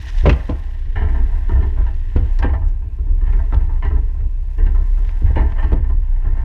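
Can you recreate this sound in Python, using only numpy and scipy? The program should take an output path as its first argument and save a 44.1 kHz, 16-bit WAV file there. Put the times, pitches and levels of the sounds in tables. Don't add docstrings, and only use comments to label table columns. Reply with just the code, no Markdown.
import sys
import numpy as np
from scipy import signal
from scipy.fft import rfft, irfft
from scipy.io import wavfile
from scipy.ndimage import uniform_filter1d, minimum_filter1d

SR = 44100
rng = np.random.default_rng(int(sys.argv[2]) if len(sys.argv) > 2 else 0)


def transcribe(u):
    v = np.clip(np.atleast_2d(u).T, -1, 1)
    q = np.round(v * 32767).astype(np.int16)
    wavfile.write(sys.argv[1], SR, q)


N = 284004
BLOW_SIZE = SR // 2
LEAD_S = .008

# (time [s], level [dB], sharpness [dB], deck load [dB], rattle decay [s])
CLATTERS = [(0.958, -23, 5, -28, 0.063), (1.019, -24, -3, -27, 0.041), (1.088, -33, 6.5, -30.5, .035),
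            (1.147, -26.5, -1, -32, .028), (1.202, -36.5, 2.5, -27, .018), (1.326, -34, -6, -38, .05),
            (1.493, -23, -4, -23.5, .07), (1.553, -27.5, -7, -30, 0.047), (1.624, -29, 2.5, -31.5, 0.026),
            (1.774, -30, -3.5, -32.5, .05), (1.866, -30, 2, -46, .02), (2.39, -30.5, 4.5, -33.5, 0.012),
            (2.426, -15.5, 1.5, -27, 0.025), (2.494, -27, 0, -30.5, 0.012), (2.535, -21.5, -2, -37.5, 0.02),
            (2.618, -32, -6.5, -37, .024), (2.819, -41.5, -4.5, -46.5, 0.026),
            (2.984, -47, -1.5, -35.5, 0.037), (3.066, -41, -9.5, -36.5, .035), (3.212, -39.5, 3, -32, .06),
            (3.265, -35.5, 5, -37, 0.078), (3.331, -33, 3.5, -33.5, 0.033), (3.392, -30, 2.5, -40.5, 0.022),
            (3.524, -22, -2, -25, .024), (3.605, -34.5, 1, -39.5, .028), (3.692, -32.5, -5.5, -40, 0.054),
            (3.824, -24.5, 2.5, -28, 0.055), (3.851, -28.5, 4.5, -28.5, 0.008),
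            (3.908, -29.5, -5.5, -27.5, 0.025), (3.965, -32, -5, -31.5, 0.013),
            (4.145, -40.5, -9, -45.5, 0.013), (4.583, -34, 8.5, -29, 0.05),
            (4.664, -33.5, 7.5, -29.5, 0.02), (4.747, -32.5, 0, -36, .045),
            (4.975, -38.5, -5, -36.5, 0.018), (5.26, -35.5, 4.5, -40, .07),
            (5.359, -16, -2.5, -21.5, 0.033), (5.392, -21, -1, -24, 0.036), (5.582, -25.5, 5, -46, 0.039),
            (5.627, -23.5, 1.5, -27.5, 0.043), (5.718, -25.5, -3.5, -28.5, .025),
            (5.769, -37.5, 2.5, -29.5, 0.02), (5.847, -39, 4, -42, 0.017), (5.897, -31, -1, -31, .022),
            (6.245, -32.5, -2, -31.5, 0.031), (6.365, -32.5, -2.5, -35.5, 0.06)]
# (time [s], level [dB], contact decay [s], cutoff [Hz], beam ring re thump [dB], bridge boom [dB])
THUDS = [(0.239, -20, 0.0096, 420, -15.5, -7.5), (0.256, -2, .007, 1152, -2, -13),
         (0.267, -6.5, 0.019, 952, -7, -3), (0.492, -12.5, 0.02, 1102, -17, -16.5),
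         (0.865, -36, 0.012, 400, -18, -24.5), (1.533, -31, .006, 606, -13.5, -9),
         (1.787, -31.5, .012, 350, -19, -8.5), (2.162, -11, 0.021, 1136, -21, -6),
         (2.233, -20, .017, 550, -20, -16), (2.443, -13.5, .012, 1485, -12, -12.5),
         (3.531, -23, 0.0068, 900, -8.5, -10.5), (4.211, -38, .008, 890, -18.5, -13.5),
         (5.221, -22, 0.015, 376, -25.5, -7.5), (5.3, -28, 0.014, 600, -4, -11.5),
         (5.367, -13, 0.007, 1100, -11.5, -27), (5.72, -11.5, 0.0053, 610, -23.5, -20),
         (5.796, -30.5, 0.013, 460, -16.5, -29)]
# (time [s], level [dB], pitch [Hz], t60 [s])
SNAPS = [(0.09, -41, 5470, 0.045), (0.174, -46, 6200, 0.054), (0.257, -17, 2674, 0.12),
         (0.294, -12, 2560, 0.063), (0.3, -21.5, 2665, 0.064), (0.327, -29.5, 2980, 0.053),
         (0.495, -36.5, 3040, .04), (2.163, -33, 2620, 0.082), (2.388, -37.5, 5300, 0.061),
         (2.428, -33, 3080, 0.065), (2.684, -53.5, 5977, 0.065), (3.326, -40.5, 2610, 0.026),
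         (3.545, -39, 3280, 0.014), (4.204, -43, 1900, .03), (4.663, -39.5, 2460, 0.055),
         (5.048, -43.5, 2820, 0.053), (5.091, -34.5, 2340, 0.026), (5.520, -34, 2330, 0.022),
         (5.730, -37.5, 3230, 0.011)]
# (frequency [Hz], level [dB], t60 [s])
PLANK_MODES = [(659, -0.5, 0.17), (700, -17.5, 0.068), (812.5, 1, 0.11), (903.4, 4, 0.12), (955, -1, 0.11),
               (1022, 3, 0.091), (1066, -4, 0.11), (1190, -6, 0.027), (1180, -11.5, 0.031),
               (1343, -2.5, 0.087), (1660, -13.5, 0.021), (1584, -3.5, 0.1), (1760, 1, 0.024),
               (1793, 4, 0.059), (1880, -3.5, 0.013), (1931, -8.5, 0.12), (2110, -8, .05)]
DECK_MODES = [(120.5, 3.5, 0.23), (162.4, 1.5, 0.14), (210, 1, .13), (262.5, 0.5, 0.092), (300, 3.5, 0.13),
              (339, -1, 0.16), (390.3, 4, 0.058), (424.5, -4, 0.25), (461.5, -10.5, 0.15),
              (597, -9.5, 0.04)]
BEAM_MODES = [(416, -4.5, 0.11), (486.4, 1, 0.094), (550.6, -4, 0.15), (581.4, -2.5, 0.1), (746, -9, 0.041)]
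# (frequency [Hz], density [dB])
CRACK_SPECTRUM = [(500, -11.5), (900, 15), (1400, -12), (1900, 2.5), (2300, -7.5)]
EDGE_SPECTRUM = [(2000, 11.5), (2430, 2.5), (2650, 4.5), (2900, 6.5), (3400, -7.5), (4200, -8), (4700, -20),
                 (7000, -28)]
THUMP_SPECTRUM = [(45, -3), (65, 12.5), (120, 5.5), (175, 2), (290, 2.5), (560, -11), (800, -12.5),
                  (1500, -19.5), (3000, -18), (7000, -44)]
# (time [s], level [dB])
SHIFTING_LEVEL = [(0.0, -47.5), (0.36, -40), (0.66, -51), (0.99, -60.5), (1.13, -43), (1.76, -50),
                  (1.92, -66), (2.19, -49), (2.42, -48), (2.78, -62.5), (3.08, -56.5), (3.46, -48.5),
                  (3.77, -50), (4.29, -58), (5.29, -45.5), (5.56, -42), (5.99, -54), (6.44, -43)]
# (time [s], frequency [Hz])
THROB_PITCH = [(0.0, 33.5), (1.04, 27), (1.22, 25), (1.43, 30.5), (1.97, 26), (2.1, 30), (3.55, 33.5),
               (3.64, 28.5), (5.09, 34.0), (5.27, 26.5), (5.99, 31.5), (6.44, 27)]
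# (time [s], level [dB])
THROB_LEVEL = [(0.0, -37.5), (0.21, -10.5), (0.3, -29.5), (1.15, -14.5), (2.13, -18.5), (2.46, -13),
               (2.56, -24.5), (2.69, -14), (2.82, -18.5), (2.85, -37), (2.92, -24), (2.96, -26),
               (3.1, -12.5), (4.57, -19.5), (4.61, -10.5), (5.36, -17), (6.26, -13), (6.44, -19.5)]
HISS_LEVEL = [(0.0, -62), (0.18, -58.5), (0.7, -67.5), (0.93, -73), (1.13, -65), (1.88, -69.5),
              (2.33, -65.5), (2.49, -70), (2.76, -73.5), (3.08, -72), (3.41, -67.5), (4.29, -72),
              (4.93, -66), (5.29, -65.5), (5.85, -72), (6.44, -69)]
# (start [s], end [s], level [dB], cutoff [Hz])
SWISHES = [(-0.02, 0.021, -40, 12000), (0.058, 0.114, -40, 12000), (0.15, 0.225, -44, 9000),
           (0.216, 0.53, -53, 6500), (0.55, 0.95, -55.5, 4200), (0.946, 2.403, -55, 3220),
           (3.223, 3.616, -67.5, 10100), (4.613, 5.406, -68, 9800), (5.05, 5.11, -55, 9000)]
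# (frequency [Hz], density [dB])
BOOM_SPECTRUM = [(30, -30.5), (44, -5.5), (62, 2), (80, -8), (98, -13.5), (125, -35.5), (180, -37),
                 (300, -75.5)]
SWISH_SPECTRUM = [(350, -68), (600, -26.5), (650, -33.5), (807, -11.5), (961, -15), (1070, -12),
                  (1310, -15.5), (1860, 4.5), (2220, -10), (2790, -5.5), (3850, -10), (4460, -15),
                  (5460, -13), (5840, -14), (15000, -57.5)]
HISS_SPECTRUM = [(2500, 8), (3400, 3.5), (6000, -2), (9000, -7), (14000, -12), (15000, -26)]
WASH_SPECTRUM = [(76, -26.5), (130, -6), (152, -8), (189, -23.5), (255, -21), (299, -9.5), (508, -32),
                 (657, -19.5), (726, -40), (1070, -20.5), (1270, -53), (2010, -36.5), (2250, -34.5),
                 (2560, -30.5), (4000, -60), (5200, -76.5), (8800, -120)]


def planks(clack_db=-10, ring_db=-16, edge_db=-23, deck_db=-4, edge_t60=.039):
    out = np.zeros(N)
    for s, db, sharp_db, load_db, decay_s in CLATTERS:
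        start = s - LEAD_S
        hits = rebounds(decay_s, per_s=1000, first=1.7, linger_db=-26)
        clack = excite(plank_response(550, 1440), hits)
        add(out, start, db + clack_db, low_pass(clack, 2100))
        ring = excite(plank_response(1440, 2300, own_db=-20.5, crack_db=-19), hits)
        add(out, start, db + sharp_db + ring_db, low_pass(ring, 2900))
        edge = excite(burst(EDGE_SPECTRUM, edge_t60), hits)
        add(out, start, db + sharp_db + edge_db, low_pass(edge, 8700))
        sway = rebounds(decay_s * 1.82, per_s=540, first=1.6, linger_db=-25.5)
        deck = excite(ringing(DECK_MODES, uneven_db=.5), sway)
        add(out, start, load_db + deck_db, low_pass(deck, 680))
    return out


def plank_response(low_hz, high_hz, own_db=-9, own_t60=.066, crack_db=-6, crack_t60=.06):
    timbers = ringing([mode for mode in PLANK_MODES if low_hz < mode[0] < high_hz], uneven_db=2)
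    own = ringing([(hz, 0, own_t60) for hz in rng.uniform(low_hz, high_hz, size=4)], uneven_db=4.5)
    band = signal.butter(2, [low_hz, high_hz], "band", fs=SR, output="sos")
    crack = signal.sosfilt(band, burst(CRACK_SPECTRUM, crack_t60))
    return rms_one(timbers) + from_db(own_db) * rms_one(own) + from_db(crack_db) * rms_one(crack)


def rebounds(decay_s, per_s, first, linger_db):
    t = np.arange(BLOW_SIZE) / SR
    tipping = np.minimum(1, t / (1.25 * LEAD_S)) ** 2
    after = np.maximum(t - LEAD_S, 0)
    settling = np.exp(-after / decay_s) + from_db(linger_db) * np.exp(-after / (3 * decay_s))
    hits = contacts(per_s, 8.9, BLOW_SIZE) * tipping * settling
    hits[round(LEAD_S * SR)] = first
    return hits


def footfalls(gain_db=-5.5, thump_t60=.16):
    out = np.zeros(N)
    for s, db, decay_s, cutoff_hz, beam_db, _ in THUDS:
        hits = rebounds(decay_s, per_s=460, first=7.8, linger_db=-20.5)
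        thump = rms_one(low_pass(excite(burst(THUMP_SPECTRUM, thump_t60), hits), cutoff_hz))
        beam = rms_one(low_pass(excite(ringing(BEAM_MODES, uneven_db=.5), hits), cutoff_hz))
        add(out, s - LEAD_S, db + gain_db, thump + from_db(beam_db) * beam)
    return out


def gear_clicks(gain_db=-5, rise_s=.00032):
    out = np.zeros(N)
    attack = 1 - np.exp(-np.arange(BLOW_SIZE) / SR / rise_s)
    for s, db, hz, t60 in SNAPS:
        spectrum = [(hz / 4, -4), (hz, -6), (hz, 0), (hz * 1.28, -14), (hz * 2.14, -27), (hz * 3.3, -45)]
        add(out, s, db + gain_db, attack * burst(spectrum, t60))
    return out


def shifting_boards(shake, gain_db=-3, upper_db=-4.5, edge_db=-10, murmur_db=-34):
    wood = np.zeros(N)
    for _ in range(4):
        edge = from_db(edge_db) * rms_one(burst(EDGE_SPECTRUM, t60=.039))
        board = plank_response(550, 1440) + from_db(upper_db) * plank_response(1440, 2300) + edge
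        wood += excite(board, contacts(per_s=80, spread_db=4.3))
    touches = contacts(per_s=200, spread_db=3.1)
    deck = excite(ringing(DECK_MODES, uneven_db=-2.5), touches)
    ticking = from_db(curve(SHIFTING_LEVEL) + gain_db) * rms_one(low_pass(wood, 4000))
    return ticking + from_db(murmur_db) * shake ** .67 * rms_one(deck)


def bridge_shake(rest_db=-26, plank_db=-3.5, db_per_load_db=.45):
    shakes = [from_db(boom_db) * surge(s - LEAD_S, swell_s=.016, settle_s=.041)
              for s, *_, boom_db in THUDS]
    shakes += [from_db(plank_db + db_per_load_db * load_db) * surge(s, swell_s=.032, settle_s=.07)
               for s, _, _, load_db, _ in CLATTERS]
    energy = from_db(rest_db) ** 2 + np.sum(np.square(shakes), axis=0)
    return np.interp(np.arange(N), np.linspace(0, N, len(energy)), np.sqrt(energy))


def bridge_boom(shake, gain_db=-1):
    drone = noise(BOOM_SPECTRUM)
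    return from_db(gain_db) * shake * drone / running_rms(drone, .099)


def throb(gain_db=-.6, waver_db=2):
    waver = waver_db * noise([(4, -1.5), (10, -1)])
    tone = np.sqrt(2) * np.sin(2 * np.pi * np.cumsum(curve(THROB_PITCH)) / SR)
    return from_db(curve(THROB_LEVEL) + gain_db + waver) * tone


def swishes(flicker_db=2.5, edge_s=.025):
    t = np.arange(N) / SR
    flicker = from_db(flicker_db * noise([(20, 0), (150, -6)]))
    rustle = noise(SWISH_SPECTRUM) * flicker
    out = np.zeros(N)
    for start, end, db, cutoff_hz in SWISHES:
        swell = (np.tanh((t - start) / edge_s) - np.tanh((t - end) / edge_s)) / 2
        out += from_db(db) * swell * low_pass(rustle, cutoff_hz)
    return out


def hiss(gain_db=3, flutter_db=1.5, grit_db=-9):
    flutter = from_db(flutter_db * noise([(40, -3), (55, -2), (75, -8)]))
    grain = burst([(2500, 0), (6000, -5), (14000, -8)], t60=.028)
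    grit = from_db(grit_db) * rms_one(excite(grain, contacts(per_s=50, spread_db=8)))
    return from_db(curve(HISS_LEVEL) + gain_db) * (noise(HISS_SPECTRUM) * flutter + grit)


def river(db=-54):
    return from_db(db) * noise(WASH_SPECTRUM)


def scatter(x, db, t60, cutoff_hz):
    tail = low_pass(rng.standard_normal(BLOW_SIZE), cutoff_hz) * fade(t60)
    return from_db(db) * rms_one(excite(tail, x)) * np.std(x)


def ringing(modes, uneven_db):
    t = np.arange(BLOW_SIZE) / SR
    out = np.zeros(BLOW_SIZE)
    for hz, db, t60 in modes:
        weight = rng.choice([-1, 1]) * from_db(db + uneven_db * rng.standard_normal())
        out += weight * np.sin(2 * np.pi * hz * t) * fade(t60)
    return out


def contacts(per_s, spread_db, size=N):
    strength = from_db(spread_db * (2 * rng.random(size) - 1.5))
    return (rng.random(size) < per_s / SR) * rng.choice([-1, 1], size) * strength


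def excite(response, drive):
    return signal.fftconvolve(drive, response)[:len(drive)]


def noise(spectrum, size=N):
    hz, db = np.transpose(spectrum)
    f = np.fft.rfftfreq(size, 1 / SR) + 1
    skirts = np.minimum(1, f / hz[0]) ** 4 * np.minimum(1, hz[-1] / f) ** 4
    colour = from_db(np.interp(np.log(f), np.log(hz), db))
    return rms_one(irfft(rfft(rng.standard_normal(size)) * skirts * colour, size))


def burst(spectrum, t60):
    return noise(spectrum, BLOW_SIZE) * fade(t60)


def fade(t60):
    return from_db(-60 * np.arange(BLOW_SIZE) / SR / t60)


def surge(s, swell_s, settle_s):
    t = np.maximum(np.arange(0, N, 50) / SR - s, 0)
    shape = (1 - np.exp(-t / swell_s)) * np.exp(-t / settle_s)
    return shape / shape.max()


def add(out, s, db, blow):
    at = round(s * SR)
    out[at:at + BLOW_SIZE] += (from_db(db) * blow / running_rms(blow, .01).max())[:N - at]


def low_pass(x, hz):
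    return signal.sosfilt(signal.butter(2, hz, fs=SR, output="sos"), x)


def curve(rows):
    return np.interp(np.arange(N) / SR, *np.transpose(rows))


def running_rms(x, seconds):
    return np.sqrt(np.abs(uniform_filter1d(x ** 2, int(seconds * SR))) + 1e-20)


def rms_one(x):
    return x / np.sqrt(np.mean(x ** 2) + 1e-20)


def from_db(db):
    return 10 ** (np.asarray(db) / 20)


def scene():
    clatter = planks()
    knocks = footfalls() + gear_clicks()
    shake = bridge_shake()
    tails = scatter(clatter, db=-15.5, t60=1.0, cutoff_hz=4500)
    tails += scatter(knocks, db=-8.5, t60=.36, cutoff_hz=2550)
    background = shifting_boards(shake) + throb() + bridge_boom(shake) + swishes() + hiss() + river()
    return (clatter + knocks + tails + background)[None]


def record(dry, ceiling=.93, stopband_hz=16500):
    gain = np.minimum(1, ceiling / (np.abs(dry) + 1e-9))
    gain = uniform_filter1d(minimum_filter1d(gain, size=201), size=201)
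    ends = np.minimum(1, np.minimum(np.arange(N), np.arange(N)[::-1]) / (.003 * SR))
    return signal.sosfilt(signal.cheby2(14, 70, stopband_hz, fs=SR, output="sos"), dry * gain * ends)


dry = scene()
out = record(dry)
transcribe(out)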